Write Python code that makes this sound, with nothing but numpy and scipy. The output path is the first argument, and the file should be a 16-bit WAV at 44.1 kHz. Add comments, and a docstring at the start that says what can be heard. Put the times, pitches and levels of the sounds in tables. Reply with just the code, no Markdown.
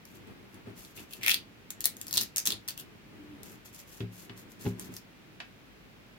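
"""A strip of patterned tape is peeled off the sticky edge of a diamond painting canvas, close to a phone on a table.
Stiff film buckles with sharp clicks (short noise bursts through a resonance); glue lets go in swarms of tiny snaps.
Fingers hiss over the film (fine random grain), hard things are knocked, and hands bump (table modes) and drag
(low noise, one faint groan). A small room answers the film and the knocks; quiet air noise lies behind it all."""
import sys
import numpy as np
from scipy import signal
from scipy.fft import rfft, irfft
from scipy.io import wavfile

SR = 44100
rng = np.random.default_rng(int(sys.argv[2]) if len(sys.argv) > 2 else 0)


def store_wav(level_fs):
    """Save 16-bit WAV to argv[1]."""
    pcm = np.round(np.clip(np.atleast_2d(level_fs), -1, 1) * 32767)
    wavfile.write(sys.argv[1], SR, pcm.T.astype(np.int16))


N = 272524

# tone of film cracks, relative: f/Hz, level/dB
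CRACK_TONE = [(200, -17.5), (700, -13), (1200, -10), (1800, -4), (3000, -1.5), (6000, -1.5), (8300, -2.5),
              (10000, 1.5), (12000, 5), (16000, 0)]
# tone of a hand working the table top, relative: f/Hz, level/dB
TABLE_RUB_TONE = [(40, -25), (75, -7.5), (112, 4), (150, -13.5), (195, 3.5), (245, -4), (310, -1),
                  (430, -6), (560, -17), (1000, -19), (2500, -22), (6000, -40)]


def snaps(peak_s=0.00025, q=3, ring_db=-2.5, crack_db=-0.1, apart=0.24, tilt_db_per_octave=5.5, even_hz=5150):
    """Each buckle is a burst about a millisecond long: a bright crack and the ring of its patch."""
    # sharpest snaps of the film: t/s, level/dB before the ring and crack offsets, ring pitch f/Hz
    snap_rows = [(0.053, -44, 6040), (.2733, -58, 7000), (.5436, -50, 6200), (0.849, -43.5, 3400),
                 (1.1337, -36, 4560), (1.2323, -31, 2590), (1.2366, -28, 2380), (1.263, -20.5, 2220),
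                 (1.2813, -14.5, 2440), (1.2951, -16.5, 2440), (1.3055, -24, 2800), (1.3118, -25, 2870),
                 (1.3163, -19.5, 2900), (1.3374, -25.5, 3080), (1.343, -18, 3700), (1.7045, -31, 6950),
                 (1.8062, -28.5, 6900), (1.814, -34.5, 7300), (1.8419, -22.5, 6600), (1.8474, -27, 7500),
                 (1.8556, -13, 7530), (1.968, -39.5, 6300), (2.0139, -30, 7600), (2.0682, -36.5, 6000),
                 (2.0816, -33.5, 5200), (2.1098, -31.5, 4730), (2.128, -22.5, 5000), (2.1394, -21.5, 4370),
                 (2.159, -32, 6540), (2.172, -17, 4200), (2.1776, -16, 4040), (2.212, -23.5, 5300),
                 (2.2161, -24, 5330), (2.234, -32, 7300), (2.361, -21, 6500), (2.3816, -18.5, 5900),
                 (2.4626, -26, 7400), (2.4723, -14.5, 6130), (2.5046, -23.5, 3480), (2.5209, -24.5, 3660),
                 (2.6781, -33, 6800), (2.6866, -26, 3520), (2.7062, -35.5, 4800), (2.7716, -55, 3400),
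                 (3.432, -38, 7400), (3.7462, -42, 6000), (4.7959, -31.5, 7500), (4.9394, -42, 7100),
                 (4.9661, -33.5, 5600)]
    rings, cracks = np.zeros((2, N)), np.zeros((2, N))
    t = clock(.008)
    shape = np.sqrt(t) * np.exp(-t / (2 * peak_s))
    for s, db, hz in snap_rows:
        # a smaller patch rings higher and cracks harder; no tilt at even_hz
        bright_db = tilt_db_per_octave * np.log2(hz / even_hz)
        body, crack = rng.choice([-1., 1.], (2, 3, len(t))) * shape
        body = ring(ports(body, apart), hz, q)
        add(rings, s, undb(db + ring_db - bright_db / 2) * blow(body))
        add(cracks, s, undb(db + crack_db + bright_db / 2) * blow(ports(crack, apart)))
    return rings + colour(cracks, CRACK_TONE)


def pulls(rate=800, q=4.9, ring_db=-2, crack_db=-2, canvas_db=-17):
    """Threads of glue break in quick succession and shake the free length of tape and the canvas."""
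    # glue tearing loose: t/s, length/s, ring level/dB, ring pitch f/Hz, crack level/dB (levels before offsets)
    pull_rows = [(0.969, 0.033, -49.5, 2620, -66), (1.105, .04, -52, 2630, -48),
                 (1.208, 0.025, -47, 2200, -56), (1.228, 0.037, -38.5, 2130, -44),
                 (1.26, 0.033, -29, 2240, -29.5), (1.288, 0.0366, -29, 3100, -31),
                 (1.32, 0.015, -44, 3430, -39), (1.701, 0.0095, -40, 6840, -42),
                 (1.844, 0.019, -34, 3800, -38), (2.129, 0.039, -46, 4570, -36),
                 (2.159, 0.033, -26.5, 4020, -41), (2.201, 0.039, -44, 4300, -37),
                 (2.364, 0.041, -36.5, 5970, -35), (2.452, 0.034, -31, 6030, -34),
                 (2.501, 0.027, -32, 3700, -54), (2.681, 0.019, -50, 2960, -34),
                 (2.769, .046, -54, 2730, -42.5)]
    # the shaken canvas under the tape, relative: f/Hz, level/dB
    canvas_tone = [(100, -6), (300, -5), (700, -6), (1400, 0), (2200, -4.5), (4000, 9), (16000, -47)]
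    rings, cracks, shakes = np.zeros((3, 2, N))
    for s, length, body_db, hz, top_db in pull_rows:
        count = len(clock(length))
        tear = swarm(SR // 4, rate, spread_db=4.0)[:, :count]
        tear = tear * signal.windows.tukey(count, .3)
        add(rings, s, undb(body_db + ring_db) * unit(ring(tear, hz, q)))
        add(cracks, s, undb(top_db + crack_db) * unit(tear))
        add(shakes, s, undb(body_db + canvas_db) * unit(tear))
    return rings + colour(cracks, CRACK_TONE) + colour(shakes, canvas_tone)


def swarm(count, rate, spread_db, slip_s=0.00053, apart=0.8):
    """Tiny slips at random moments (rate per second), most of them weak, each decaying over slip_s."""
    slips = rng.random(count) < rate / SR
    size = undb(spread_db * np.minimum(rng.exponential(size=count), 3))
    envelope = signal.lfilter([1], [1, -np.exp(-1 / (slip_s * SR))], slips * size)
    return envelope * ports(rng.standard_normal((3, count)), apart)


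def ring(x, hz, q, edge=0.74):
    """A patch of film resonates broadly and radiates little below its pitch."""
    x = signal.lfilter(*signal.iirpeak(min(hz, SR / 4), max(q, 1), fs=SR), x)
    return signal.sosfilt(signal.butter(4, min(hz * edge, SR / 4), "high", fs=SR, output="sos"), x)


def slides(grain_db=2.0, tick_rate=30, tick_db=-14, press_db=2.23):
    """Fingers brush over the film with unsteady pressure: a soft, finely grained hiss with a few stray ticks."""
    # finger strokes: t/s, length/s, level/dB before the grain and tick offsets
    brush_rows = [(.05, 0.12, -66.5), (.49, 0.049, -70), (.755, 0.13, -57), (.95, 0.057, -53.5),
                  (1.085, 0.087, -62), (1.96, 0.24, -58.5), (3.425, 0.12, -58.5), (3.65, 0.023, -55.5),
                  (3.73, 0.019, -51.5), (3.78, 0.02, -53.5), (3.86, 0.14, -57.5), (4.115, 0.051, -60.5),
                  (4.175, 0.051, -54), (4.365, 0.035, -56.5), (4.495, 0.025, -60.5), (4.595, 0.086, -52.5),
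                  (4.775, 0.073, -55), (4.91, 0.063, -60)]
    # tone of the hiss, relative: f/Hz, level/dB
    hiss_tone = [(500, -0.5), (1500, 0.5), (4000, 1.5), (7000, 6), (9000, -1), (12000, 6.5), (16000, -1)]
    grain = unit(colour(swarm(N, 3000, spread_db=4.0), hiss_tone))
    ticks = unit(colour(swarm(N, tick_rate, spread_db=2.0), CRACK_TONE))
    hiss = undb(grain_db) * grain + undb(tick_db) * ticks
    # pressure wanders below about 18 Hz
    pressure = unit(signal.sosfilt(signal.butter(2, 18, fs=SR, output="sos"), rng.standard_normal(N)))
    return hiss * undb(press_db * pressure) * strokes(brush_rows, attack_s=0.0072, release_s=0.021)


def knocks(decay_s=0.004, rattle_db=-13, rattle_s=0.019, ring_db=-5):
    """Hard things beside the canvas: a dry tick, a brief rattle and a short ring, drawn apart for each port."""
    # light knocks: t/s, level/dB of the tick before colouring
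    knock_rows = [(4.005, -34.5), (4.2957, -37.5), (4.654, -38.5), (4.665, -36.5), (4.796, -53),
                  (4.9657, -54), (5.402, -29)]
    # tone of tick and rattle, relative: f/Hz, level/dB
    tick_tone = [(300, -23), (750, -8), (1100, -5.5), (1500, -3.5), (2300, -1.5), (2900, -5.5), (3800, -7),
                 (5500, -16), (8000, -25.5), (16000, -49)]
    # ringing of the knocked thing: f/Hz, relative level/dB, t60/s
    knock_modes = [(726, -9, 0.19), (1470, -15, 0.11), (1635, -7, 0.15), (2620, 0, 0.09), (2970, 6, 0.037),
                   (3580, -7, 0.048), (4900, -12, 0.043)]
    ticks, rings = np.zeros((2, N)), np.zeros((2, N))
    t = clock(.2)
    shape = np.exp(-t / decay_s) + undb(rattle_db) * np.exp(-t / rattle_s)
    for s, db in knock_rows:
        add(ticks, s, undb(db) * blow(shape) * rng.standard_normal((2, len(t))))
        body = np.array([strike(knock_modes, t, uneven_db=5) for port in range(2)])
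        add(rings, s, undb(db + ring_db) * blow(body))
    return colour(ticks, tick_tone) + rings


def bumps(low_hz=68, thud_db=-2.5, thud_s=0.027):
    """A soft push sets the table modes ringing over a blunt thud; a longer contact is duller."""
    # soft bumps: t/s, level/dB before the contact smooths it, contact time/s
    bump_rows = [(.672, -45.5, 0.00052), (1.003, -58, 0.0031), (4.002, -35.5, 0.0018), (4.028, -36, .0016),
                 (4.294, -47.5, 0.0009), (4.647, -37.5, 0.00052), (4.661, -26.5, 0.00086),
                 (4.885, -45, 0.0033)]
    # modes of the table top: f/Hz, relative level/dB, t60/s
    table_modes = [(110.7, 1, 0.33), (182, -3.5, 0.52), (215, -6.5, .1), (247.3, -1.5, 0.34),
                   (319, -6, 0.13), (363, -4.5, 0.13), (399.8, 0, 0.18), (484, -11.5, 0.063),
                   (558, -18, 0.12), (830, -14.5, 0.14)]
    out, t = np.zeros((2, N)), clock(0.78)
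    for s, db, contact in bump_rows:
        push = np.hanning(len(clock(contact)))
        thud = undb(thud_db) * diffuse(TABLE_RUB_TONE, count=len(t)) * np.exp(-t / thud_s)
        body = thud + strike(table_modes, t, uneven_db=1)
        add(out, s, undb(db) * signal.fftconvolve(body, push[None] / push.sum(), axes=-1))
    # a table top radiates little of its slowest motion
    return signal.sosfilt(signal.butter(4, low_hz, "high", fs=SR, output="sos"), out)


def drags(rumble_db=1.0, groan_hz=297, waver=.025, flutter_db=-2.0):
    """Skin rubs the table into a low rumble; one slow drag sticks and slips into a faint wavering groan."""
    # heel of a hand on the table: t/s, length/s, level/dB before rumble_db
    drag_rows = [(.08, 0.39, -54.5), (.26, 0.057, -51), (.53, .06, -51), (.655, 0.048, -47.5),
                 (.74, 0.11, -59.5), (.97, 0.048, -48.5), (1.12, 0.29, -54.5), (1.72, 0.39, -58.5),
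                 (2.14, 0.09, -47.5), (2.46, 0.08, -45.5), (2.75, 0.21, -58.5), (3.03, 0.53, -53.5),
                 (4.15, 0.34, -56), (4.55, 0.23, -53.5), (4.76, 0.17, -49.5)]
    groan_rows = [(3.15, 0.22, -49.5)]  # t/s, length/s, level/dB before the flutter
    rumble = undb(rumble_db) * diffuse(TABLE_RUB_TONE)
    rumble = rumble * strokes(drag_rows, attack_s=0.0066, release_s=0.031)
    # pitch and grip wander below about 14 Hz
    slow = signal.butter(2, 14, fs=SR, output="sos")
    pitch, grip = unit(signal.sosfilt(slow, rng.standard_normal((2, N))))
    groan = np.sin(2 * np.pi * np.cumsum(groan_hz * (1 + waver * pitch)) / SR)
    groan = groan * undb(flutter_db * grip)
    return rumble + groan * strokes(groan_rows, attack_s=0.015, release_s=0.018)


def strokes(rows, attack_s, release_s, swell=0.2):
    """Gain over time of hand movements: each swells, longer ones more slowly, holds and dies away."""
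    t, power = np.arange(N) / SR, np.zeros(N)
    for s, length, db in rows:
        rise = np.clip((t - s + attack_s) / (2 * attack_s + swell * length), 0, 1)
        fall = np.exp(-np.maximum(t - s - length, 0) / release_s)
        power += (undb(db) * rise * fall) ** 2
    return np.sqrt(power)


def strike(modes, t, uneven_db):
    """Ring of a body; neighbouring modes swing opposite ways, and each blow weights them a little differently."""
    hz, db, t60 = np.transpose(modes)[..., None]
    sign = np.cos(np.pi * np.arange(len(hz)))[:, None]
    weight = sign * undb(db + uneven_db * rng.standard_normal(hz.shape))
    return np.sum(weight * np.sin(2 * np.pi * hz * t) * undb(-60 * t / t60), axis=0)


def room(x, early_db=-7, early_s=0.004, late_db=-6, t60_mid=.2, t60_top=0.11, split_hz=5500):
    """Scatter from the table and things on it, then the short tail of the walls, shorter in the treble."""
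    t = clock(.4)
    near, far = rng.standard_normal((2, 2, len(t)))
    # sparse echoes, starting after a millisecond
    early = near * (rng.random(near.shape) < .08) * (t > .001) * np.exp(-t / early_s)
    low = signal.sosfiltfilt(signal.butter(1, split_hz, fs=SR, output="sos"), far)
    late = low * undb(-60 * t / t60_mid) + (far - low) * undb(-60 * t / t60_top)
    late *= 1 - np.exp(-(t / 0.0053) ** 2)  # the tail builds up over some milliseconds
    response = (undb(early_db) * unit(early) + undb(late_db) * unit(late)) / np.sqrt(len(t))
    return signal.fftconvolve(x, response, axes=-1)[:, :N]


def air(level_db=-54.5):
    """The quiet room: steady, softly coloured stereo noise."""
    # tone of the noise, relative: f/Hz, level/dB per Hz
    air_tone = [(20, -28), (36, -13), (51, 2.5), (68, -10), (110, 0), (150, -1), (195, -1), (320, -4),
                (550, -11.5), (1000, -16), (2400, -15.5), (5000, -26), (9000, -35.5), (15500, -32)]
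    return diffuse(air_tone) * undb(level_db)


def diffuse(points, count=N, apart_hz=700, stray=0.56):
    """Stereo noise, more alike at both ports in the bass than in the treble."""
    mid, side, own = rng.standard_normal((3, count))
    side = signal.lfilter(*signal.butter(1, apart_hz, "high", fs=SR), side) + stray * own
    return unit(colour(np.array([mid + side, mid - side]), points))


def ports(x, apart):
    """Left and right take a common part and each a share (0-1) of their own; x has three rows."""
    apart = np.clip(apart, 0, 1)
    return np.sqrt(1 - apart) * x[0] + np.sqrt(apart) * x[1:]


def port_treble(x):
    """The two microphone ports favour different treble; their summed power gain stays even."""
    # difference of the ports: f/Hz, left minus right level/dB
    port_rows = [(100, -1.5), (2000, 1), (5500, -0.5), (7700, -5), (9000, 0.5), (11500, 13), (16000, 7)]
    hz, lean_db = np.transpose(port_rows)
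    lean = undb(np.interp(np.fft.rfftfreq(N, 1 / SR), hz, lean_db))
    gains = np.array([lean, np.ones_like(lean)]) * np.sqrt(2 / (1 + lean ** 2))
    return irfft(rfft(x) * gains, N)


def colour(x, points, size=4096):
    """Causal minimum-phase filter through (f/Hz, level/dB) points; keeps the power of white noise."""
    hz, db = np.transpose(points)
    log_hz = np.log(np.fft.rfftfreq(size, 1 / SR) + 1)
    gain = unit(undb(np.interp(log_hz, np.log(hz), db)))
    # folding the cepstrum makes the response causal
    cepstrum = irfft(np.log(gain))
    cepstrum[1:size // 2] *= 2
    cepstrum[size // 2 + 1:] = 0
    response = irfft(np.exp(rfft(cepstrum)))
    response = response.reshape((1,) * (x.ndim - 1) + (-1,))
    return signal.fftconvolve(x, response, axes=-1)[..., :x.shape[-1]]


def blow(x):
    """Scale a click to the energy of one millisecond at rms one, in each channel."""
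    return _blow(x)


def _blow(x):
    """Energy scaling along the last axis."""
    energy = np.sum(x ** 2, axis=-1, keepdims=True)
    return x * np.sqrt(SR / 1000 / energy)


def undb(db):
    """Decibels to gain."""
    return 10 ** (np.asarray(db) / 20)


def unit(x):
    """Scale to an rms of one."""
    return x / np.sqrt(np.mean(x ** 2) + 1e-20)


def clock(seconds):
    """Sample times of a stretch."""
    return np.arange(max(int(seconds * SR), 8)) / SR


def add(out, s, x):
    """Mix x into out from time s on."""
    i = max(int(s * SR), 0)
    out[..., i:i + x.shape[-1]] += x[..., :max(N - i, 0)]


def scene(port_lag_s=.00023):
    """The tape lies to the left, so its sound reaches the right port a little later."""
    left, right = snaps() + pulls() + slides()
    near = np.array([left, np.roll(right, int(port_lag_s * SR))]) + knocks()
    near = port_treble(near + room(near))
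    table = (bumps() + drags()) * undb([[0], [-1.2]])  # left, right gain in dB
    return near + table + air()


def record(dry, top_hz=16200):
    """The phone cuts the top."""
    return signal.sosfilt(signal.ellip(10, .2, 70, top_hz, fs=SR, output="sos"), dry)


dry = scene()
out = record(dry)
store_wav(out)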